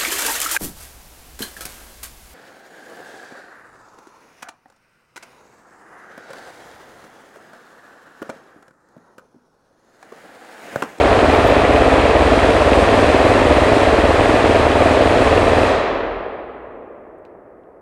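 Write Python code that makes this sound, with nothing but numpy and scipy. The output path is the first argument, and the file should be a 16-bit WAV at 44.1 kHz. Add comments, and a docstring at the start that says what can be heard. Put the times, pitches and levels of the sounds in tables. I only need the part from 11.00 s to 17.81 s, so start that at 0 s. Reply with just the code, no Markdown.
"""In a wood, with a range beyond the trees: a machine gun fires one long burst, speeding up from 17 to
20 rounds a second. Each round reaches the microphone as a report, a ground thump, a dry twin crack and
hard echoes. The trunks scatter it into a dense roar, which rolls away over far country when the gun
stops. Close to the microphone, leaves brush and twigs tick over a faint even hiss."""
import sys
import numpy as np
from scipy import signal
from scipy.fft import rfft, irfft, next_fast_len
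from scipy.io import wavfile
from scipy.ndimage import uniform_filter1d, minimum_filter1d

SR = 44100
rng = np.random.default_rng(int(sys.argv[2]) if len(sys.argv) > 2 else 0)


def wrap_up_sound(samples):
    """Save the sound to the file named by the first command line argument, as 16-bit audio."""
    columns = np.atleast_2d(samples).T
    # keep every value between -1 and 1, then stretch to whole-number steps
    tamed = np.clip(columns, -1, 1)
    steps = np.round(tamed * 32767).astype(np.int16)
    wavfile.write(sys.argv[1], SR, steps)


N = 300321
LEAD = 2 * SR  # samples of earlier fire that still ring in the wood


def amp(db):
    """Decibels to gain."""
    return 10 ** (np.asarray(db) / 20)


def unit(x):
    """Scale to rms 1."""
    return x / np.sqrt(np.mean(x ** 2) + 1e-20)


def along(points, hz):
    """Read (f/Hz, value) points on a log frequency axis."""
    f, v = np.transpose(points)
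    return np.interp(np.log(hz + 1), np.log(f), v)


def filtered(x, response):
    """Pass x through a gain given as a function of frequency."""
    size = next_fast_len(len(x) + SR // 2)
    return irfft(rfft(x, size) * response(np.fft.rfftfreq(size, 1 / SR)), size)[:len(x)]


def noise(spectrum):
    """Coloured noise of rms 1."""
    return unit(filtered(rng.standard_normal(N), lambda hz: amp(along(spectrum, hz))))


def add_wave(out, at_s, db, hz, crest_s):
    """Add one blast, rounded by distance to a few swings of pressure that crest and die away."""
    t = np.arange(int(10 * crest_s * SR)) / SR
    envelope = (t / crest_s * np.exp(1 - t / crest_s)) ** 2
    wave = -amp(db) * envelope * np.sin(2 * np.pi * hz * t)
    place = out[LEAD + round(at_s * SR):][:len(t)]
    place += wave[:len(place)]


def arrivals(times, strength_db, waves, wander_s=0, detune=0, fade_db=0.3):
    """Every round sends the same waves; moving air shifts their strength, timing and pitch."""
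    out = np.zeros(LEAD + N)
    for delay, hz, crest_s, db in waves:
        air = rng.standard_normal((len(times), 3))
        for fired_s, strength, (fade, late, sharp) in zip(times, strength_db, air):
            at_s = fired_s + delay + wander_s * late
            add_wave(out, at_s, db + strength + fade_db * fade, hz * np.exp(detune * sharp), crest_s)
    return out


# rounds at the microphone, against their usual strength: t/s, report level/dB, echo level/dB,
# crack level/dB
BURST = [(0.0519, 1, 0.0, -1), (0.1116, 2, 2, 4.5), (0.1728, -4.5, -1.0, 2.5), (0.2274, 1.5, 2, -1),
         (0.2817, 0.5, -0.5, 3.5), (0.3324, 0, -0.5, 5.5), (0.385, 0, 0.5, -0.5), (0.4455, 1.5, 0, -0.5),
         (0.5052, -4.5, 3, -0.5), (0.5635, 3.5, -3.5, 2), (0.6328, 0.5, -0.5, 4), (0.6907, 0, 2.5, 1),
         (0.745, 1, -3, 4), (0.8038, -2, 5.5, 4), (0.8631, -0.5, 4, -3), (0.9221, 0.5, 0, 2),
         (0.981, -0.5, 0, 0.0), (1.0355, -1.5, 1, 2), (1.0938, -4, -3.5, 4), (1.149, 2, 1.5, 5),
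         (1.2039, 0.5, 1.5, 0), (1.2576, -1, -1, 1.5), (1.3162, 1.5, -1, -0.5), (1.3735, 2, -4, 5),
         (1.4271, -3, 4, -0.5), (1.4886, 4, -2, 3), (1.5483, -1.0, -1, 1), (1.6025, -1.5, 0.5, -1),
         (1.6584, -3.5, 3.5, -1.5), (1.7157, 3, -2.5, 4.5), (1.7709, 0.0, 3.5, 1.0), (1.823, 0, -7, -2.5),
         (1.8727, -3, 4, 3.5), (1.9223, 0.5, 2.5, 1), (1.9733, 1, -0.5, 2.5), (2.0243, 0, 2, -8),
         (2.082, -3, 1.5, 3), (2.1433, 2.5, -4, -5), (2.1982, -3, 0.5, 1.5), (2.2478, 1, 5, 2),
         (2.2977, -4.5, 2, -4), (2.3487, 1, -5, -6), (2.3985, -1, 1, -4), (2.4513, 1, 0.5, -0.5),
         (2.5071, 4.5, -4, -4.0), (2.5646, 0, 2, -4.5), (2.6164, 0, -2, 2), (2.6655, 0.5, -3.5, -2),
         (2.715, 3, 3, -1), (2.7636, 1.0, -5.5, -6.5), (2.8145, -1.0, 1.0, -4.5), (2.8703, -1, -1.5, -1.5),
         (2.9275, -1, -0.5, -7.5), (2.9829, 1.5, -3.5, -4), (3.0356, 1.5, -1, -1.5), (3.0891, 0, 1.5, 1),
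         (3.1405, -4, -3, -1), (3.1912, -0.5, 5.5, 5), (3.2397, -3, -0.5, 5), (3.2902, 2.5, -2, -7),
         (3.3381, 2, -1.0, -1), (3.388, -5, -3.5, -3.5), (3.4401, 0, 3.0, 0.5), (3.492, 1.5, -1, -1.5),
         (3.5421, -5.5, 6, 5.5), (3.595, -3, -3.5, -5), (3.6491, -3.5, 4, 0.5), (3.7002, -3.5, -1.5, 2),
         (3.7525, 2, 0.0, -5), (3.8034, -2, 4.5, 3), (3.8556, 0.5, -1, 3.5), (3.9071, 0.5, -1.5, -4),
         (3.9541, -7.5, 1, 0.5), (4.0042, 1, 2.0, -2.5), (4.0565, -1.5, 0, 1), (4.1061, -1, -2.5, 0.5),
         (4.1547, 0, 1, -1), (4.2036, 1, 3, -2), (4.2578, -3.0, -1.5, 4), (4.3101, -4, 3.5, 1.5),
         (4.3603, -4, 3, -0.0), (4.4119, -3.5, 2, -1.5), (4.4622, -3, 3.5, -1), (4.515, -4.5, 0.5, -8),
         (4.5658, -0.5, 3, -4.0), (4.6155, -2, 0, 2)]

def trigger(earlier_per_s=17.3, jitter_s=0.002):
    """Time and strengths of every round; the gun is already firing when the scene opens."""
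    back_s = np.arange(int(earlier_per_s * LEAD / SR) - 1, 0, -1) / earlier_per_s
    earlier = np.zeros((len(back_s), len(BURST[0])))
    earlier[:, 0] = BURST[0][0] - back_s + jitter_s * rng.standard_normal(len(back_s))
    return np.vstack([earlier, BURST]).T


# waves of the report: delay t/s, pitch f/Hz, crest t/s, level/dB
REPORT_WAVES = [(.0016, 493, .0012, -6), (0.00476, 560, 0.00099, -6), (0.0011, 290, 0.0042, -11)]

def report(times, strength_db):
    """The blast from the range, first to reach the microphone through the trees."""
    return arrivals(times, strength_db, REPORT_WAVES, detune=0.022)


# bass waves: delay t/s, pitch f/Hz, crest t/s, level/dB
THUMP_WAVES = [(.0036, 73, 0.0063, -13.5), (0.034, 82.3, 0.011, -29.5), (0.0443, 69.7, .014, -23.5),
               (.137, 81, .014, -34), (.531, 42.9, 0.034, -40.5)]

def ground_thump(times, strength_db):
    """Long, slow swings of pressure under each report."""
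    return arrivals(times, strength_db, THUMP_WAVES)


# echoes off trunks: earliest delay t/s, latest delay t/s, pitch f/Hz, crest t/s, level/dB
TRUNK_PATHS = [(.005, 0.008, 645, 0.00098, -12), (.007, .012, 664, 0.0033, -16.5),
               (.007, 0.01, 1495, 0.00029, -14), (.02, 0.03, 2550, 0.0004, -21.5),
               (.02, 0.049, 1900, .0004, -22.5)]

def trunk_glances(times, strength_db, spread_db=2, detune=0.12):
    """Short echoes find a different path among the trunks each time and make the rattle coarse."""
    out = np.zeros(LEAD + N)
    for first, last, hz, crest_s, db in TRUNK_PATHS:
        delays = first + (last - first) * rng.random(len(times))
        paths = rng.standard_normal((len(times), 2))
        for at_s, strength, (fade, sharp) in zip(times + delays, strength_db, paths):
            add_wave(out, at_s, db + strength + spread_db * fade, hz * np.exp(detune * sharp), crest_s)
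    return out


# waves of the strongest echo: delay t/s, pitch f/Hz, crest t/s, level/dB
ECHO_WAVES = [(.0181, 543, 0.0014, -3), (0.01616, 277, 0.0052, -17)]

def hard_echo(times, strength_db):
    """A strong reflection lands close behind each report."""
    return arrivals(times, strength_db, ECHO_WAVES, detune=0.03)


# the pair of cracks: delay t/s, pitch f/Hz, crest t/s, level/dB
CRACK_WAVES = [(.0163, 2420, 0.00048, -15.5), (0.0182, 2220, 0.00026, -14)]

def twin_crack(times, strength_db):
    """Two very short, high waves about 2 ms apart make a dry edge on the hard echo."""
    return arrivals(times, strength_db, CRACK_WAVES, wander_s=0.0001, detune=0.066)


# ringing wave: delay t/s, pitch f/Hz, crest t/s, level/dB
RING_WAVES = [(.0211, 676, 0.0071, -26.5)]

def ring(times, strength_db, growth_db_per_s=1.5):
    """A brief tone follows the hard echo and firms up through the burst."""
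    return arrivals(times, strength_db + growth_db_per_s * times, RING_WAVES, detune=0.015)


# separate distant reflections: delay t/s, level/dB
SLAP_RETURNS = [(.0431, -16.5), (.0459, -18.5), (.058, -11), (.11, -19.5), (.1395, -26), (.183, -18),
                (.215, -18.5), (.2255, -19), (.2735, -16.5), (.32, -19), (.357, -18.5), (.3945, -18.5),
                (.407, -24.5), (.572, -27), (1.207, -37), (1.365, -35), (1.603, -43), (1.888, -40)]

def slaps(times, strength_db, hz=566, crest_s=0.0013):
    """Each blast slaps back from the tree line and from further country."""
    waves = [(delay, hz, crest_s, db) for delay, db in SLAP_RETURNS]
    return arrivals(times, strength_db, waves, wander_s=0.00038, detune=0.1)


# scattered sound that is alike from round to round: f/Hz, share (0-1)
STEADY_SHARE = [(100, 0.91), (290, 0.75), (500, 0.55), (1200, 0.06), (3000, 0.07)]

def scatter(blows, colour_db, decay, rise_s, lump_db=2.0, even_hz=1500, size=512, hop=128):
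    """Diffuse answer to a train of blows: part repeats with each one, part is stirred by moving air."""
    grid = dict(nperseg=size, noverlap=size - hop)
    hz, t, tail_noise = signal.stft(rng.standard_normal(len(blows)), SR, **grid)
    hz = hz[:, None]
    # trees stand in clumps, so the answer comes back in lumps; needles and twigs even out the treble
    lumps_db = lump_db * unit(uniform_filter1d(rng.standard_normal(len(t)), size=4))
    lumps_db = lumps_db / (1 + (hz / even_hz) ** 2)
    envelope = (1 - np.exp(-t / rise_s)) * amp(lumps_db - 60 * t / along(decay, hz))
    power = envelope ** 2 / np.sum(envelope ** 2, axis=1, keepdims=True)
    share = np.clip(along(STEADY_SHARE, hz), 0, 1)
    # every blow sets off the same steady tail
    tail = signal.istft(tail_noise * np.sqrt(power * share / hop), SR, **grid)[1]
    steady = signal.fftconvolve(blows, tail)[:len(blows)]
    # the stirred parts add up in power, not in phase
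    blow_power = np.bincount(np.arange(len(blows)) // hop, blows ** 2, len(t)) / hop
    summed_power = np.abs(signal.fftconvolve(power, blow_power[None], axes=1)[:, :len(t)])
    air_noise = signal.stft(rng.standard_normal(len(blows)), SR, **grid)[2]
    stirred = signal.istft(air_noise * np.sqrt(summed_power * (1 - share)), SR, **grid)[1]
    return filtered(steady + stirred[:len(blows)], lambda f: amp(colour_db(f)))


# colour of the roar among the trunks: f/Hz, level/dB
ROAR_COLOUR = [(28, -16), (45, -0.5), (75, -0.7), (120, 1.1), (165, -4.5), (260, 1), (450, 0.5), (670, 1.8),
               (900, -5.5), (2450, -17.8), (2850, -22), (4000, -28), (5700, -39.5), (8900, -43),
               (14500, -71)]
# weighting for the part that the trunks scatter: f/Hz, level/dB
TRUNK_SCATTER = [(35, -3), (70, -2.5), (150, -8.5), (190, -9.5), (260, -5.5), (340, -7.5), (440, -1.7),
                 (560, -2.5), (690, -1), (770, -1.3), (870, -2), (1300, -0.3), (13000, 8), (14500, 4)]
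# decay in the wood: f/Hz, 60 dB decay t/s
WOOD_DECAY = [(40, 3.3), (90, 0.46), (250, 2.08), (550, 2.43), (1200, 2.42), (2500, 1.93), (4500, 1.26),
              (8000, 0.61), (14000, 0.27)]

def wood_roar(blows, gain_db=37.0, sag_db_per_s=0.3956, cease_s=4.64):
    """Trunks around the microphone scatter the shots into a roar that sinks slowly through the burst."""
    roar = scatter(blows, lambda hz: along(ROAR_COLOUR, hz) + along(TRUNK_SCATTER, hz),
                   WOOD_DECAY, rise_s=0.08)
    sag_db = sag_db_per_s * np.clip(np.arange(-LEAD, N) / SR, 0, cease_s)
    return amp(gain_db - sag_db) * roar


# colour of the distant roll: f/Hz, level/dB
ROLL_COLOUR = [(18, -17.5), (30, -22.5), (157, -19), (279, -12), (315, -6), (424, -4), (644, -3.5),
               (998, -17.5), (1240, -17.5), (2170, -28), (3500, -53.5), (4550, -90), (7700, -120)]
# decay over far country: f/Hz, 60 dB decay t/s
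FAR_DECAY = [(100, 15), (450, 8.3), (1200, 8.3), (3000, 5.7)]

def far_roll(blows, gain_db=22):
    """Far country returns a dull, slow roll that outlasts the roar."""
    return amp(gain_db) * scatter(blows, lambda hz: along(ROLL_COLOUR, hz), FAR_DECAY, rise_s=0.23)


def near_bounce(x, delay_s=0.001358, bounce_db=-16, dull_hz=4200):
    """A weak reflection beside the microphone combs the middle range."""
    def comb(hz):
        return 1 - amp(bounce_db) * np.exp(-2j * np.pi * hz * delay_s) / (1 + (hz / dull_hz) ** 4)
    return filtered(x, comb)


def gunfire():
    """The burst as heard from inside the wood: distinct arrivals, then their roar and roll."""
    times, report_db, echo_db, crack_db = trigger()
    blast_db = (report_db + echo_db) / 2
    shots = (report(times, report_db) + ground_thump(times, blast_db)
             + twin_crack(times, crack_db) + hard_echo(times, echo_db) + ring(times, blast_db)
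             + slaps(times, blast_db) + trunk_glances(times, blast_db))
    blows = np.zeros(LEAD + N)
    blows[np.round(times * SR).astype(int) + LEAD] = amp(blast_db)
    diffuse = near_bounce(wood_roar(blows) + far_roll(blows))
    return (shots + diffuse)[LEAD:]


def branch_shade(x, shade_db=-3, shade_hz=3990, clear_at_s=1.24, clearing_s=0.17):
    """A leafy branch in front of the microphone dulls the treble until it is passed."""
    cover = (1 - np.tanh((np.arange(N) / SR - clear_at_s) / clearing_s)) / 2
    treble = filtered(x, lambda hz: hz ** 2 / (hz ** 2 + shade_hz ** 2))
    return x + (amp(shade_db * cover) - 1) * treble


# colour of the hiss: f/Hz, relative level/dB
HISS_COLOUR = [(100, 4), (3000, 1), (6500, -2), (9500, 1), (12000, -2), (15500, -6)]

def hiss(level_db=-83.5):
    """A faint, even noise floor."""
    return amp(level_db) * noise(HISS_COLOUR)


# branches at the microphone: loudest t/s, level/dB, t/s to swell or fade by a factor e
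BRANCH_PASSES = [(.355, -47, 0.041), (.48, -48, 0.055), (2.6, -55, .14), (3.15, -62, 0.065)]
# colour of brushing leaves: f/Hz, relative level/dB
LEAF_COLOUR = [(2000, -28), (6000, -6), (11000, -5), (16000, 5.5)]

def leaves(grain_db=4):
    """Each leafy branch slides past the microphone with a grainy swish that swells and fades."""
    grains = amp(grain_db * unit(uniform_filter1d(rng.standard_normal(N), size=90)))
    t = np.arange(N) / SR
    level = sum(amp(db) * np.exp(-np.abs(t - at_s) / life_s) for at_s, db, life_s in BRANCH_PASSES)
    return level * unit(grains * noise(LEAF_COLOUR))


# twigs close to the microphone: t/s, peak level/dB, pitch f/Hz, bandwidth as a share of the pitch
TWIG_TICKS = [(0.4522, -36, 11800, 0.94), (0.4755, -25.5, 12330, 1), (0.7737, -40, 12400, 1),
              (6.185, -64, 8970, .6), (6.2513, -43, 2900, .85), (6.636, -61, 3100, 0.33)]

def twigs(snap_s=0.0008, rustle_db=-17, rustle_s=0.013):
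    """Dry little snaps through one broad resonance, each with a short rustle after it."""
    out = np.zeros(N + SR)
    t = np.arange(SR // 10) / SR
    envelope = np.exp(-t / snap_s) + amp(rustle_db) * np.exp(-t / rustle_s)
    for at_s, db, hz, width in TWIG_TICKS:
        snap = rng.standard_normal(len(t)) * envelope
        snap = filtered(snap, lambda f: (1j * f * hz / (hz * hz - f * f + 1j * f * hz * width)) ** 2)
        out[round(at_s * SR):][:len(t)] += amp(db) * snap / np.abs(snap).max()
    return out[:N]


def scene():
    """One microphone in the wood: distant gunfire, close twigs and leaves, and a faint hiss."""
    return (branch_shade(gunfire()) + twigs() + leaves() + hiss())[None]


def limiter(x, size=67):
    """The gain ducks smoothly for a few milliseconds around any peak over full scale."""
    needed_gain = minimum_filter1d(1 / np.maximum(np.abs(x), 1), 2 * size - 1)
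    return x * uniform_filter1d(uniform_filter1d(needed_gain, size), size)


def record(dry, low_hz=35, top_hz=15720):
    """The microphone drops the deepest bass; the recorder limits the peaks and cuts the top treble."""
    mic = filtered(dry[0], lambda hz: (1j * hz) ** 2 / ((1j * hz) ** 2 + 1j * hz * low_hz + low_hz ** 2))
    return filtered(limiter(mic), lambda hz: hz < top_hz)[None]


dry = scene()
out = record(dry)
wrap_up_sound(out)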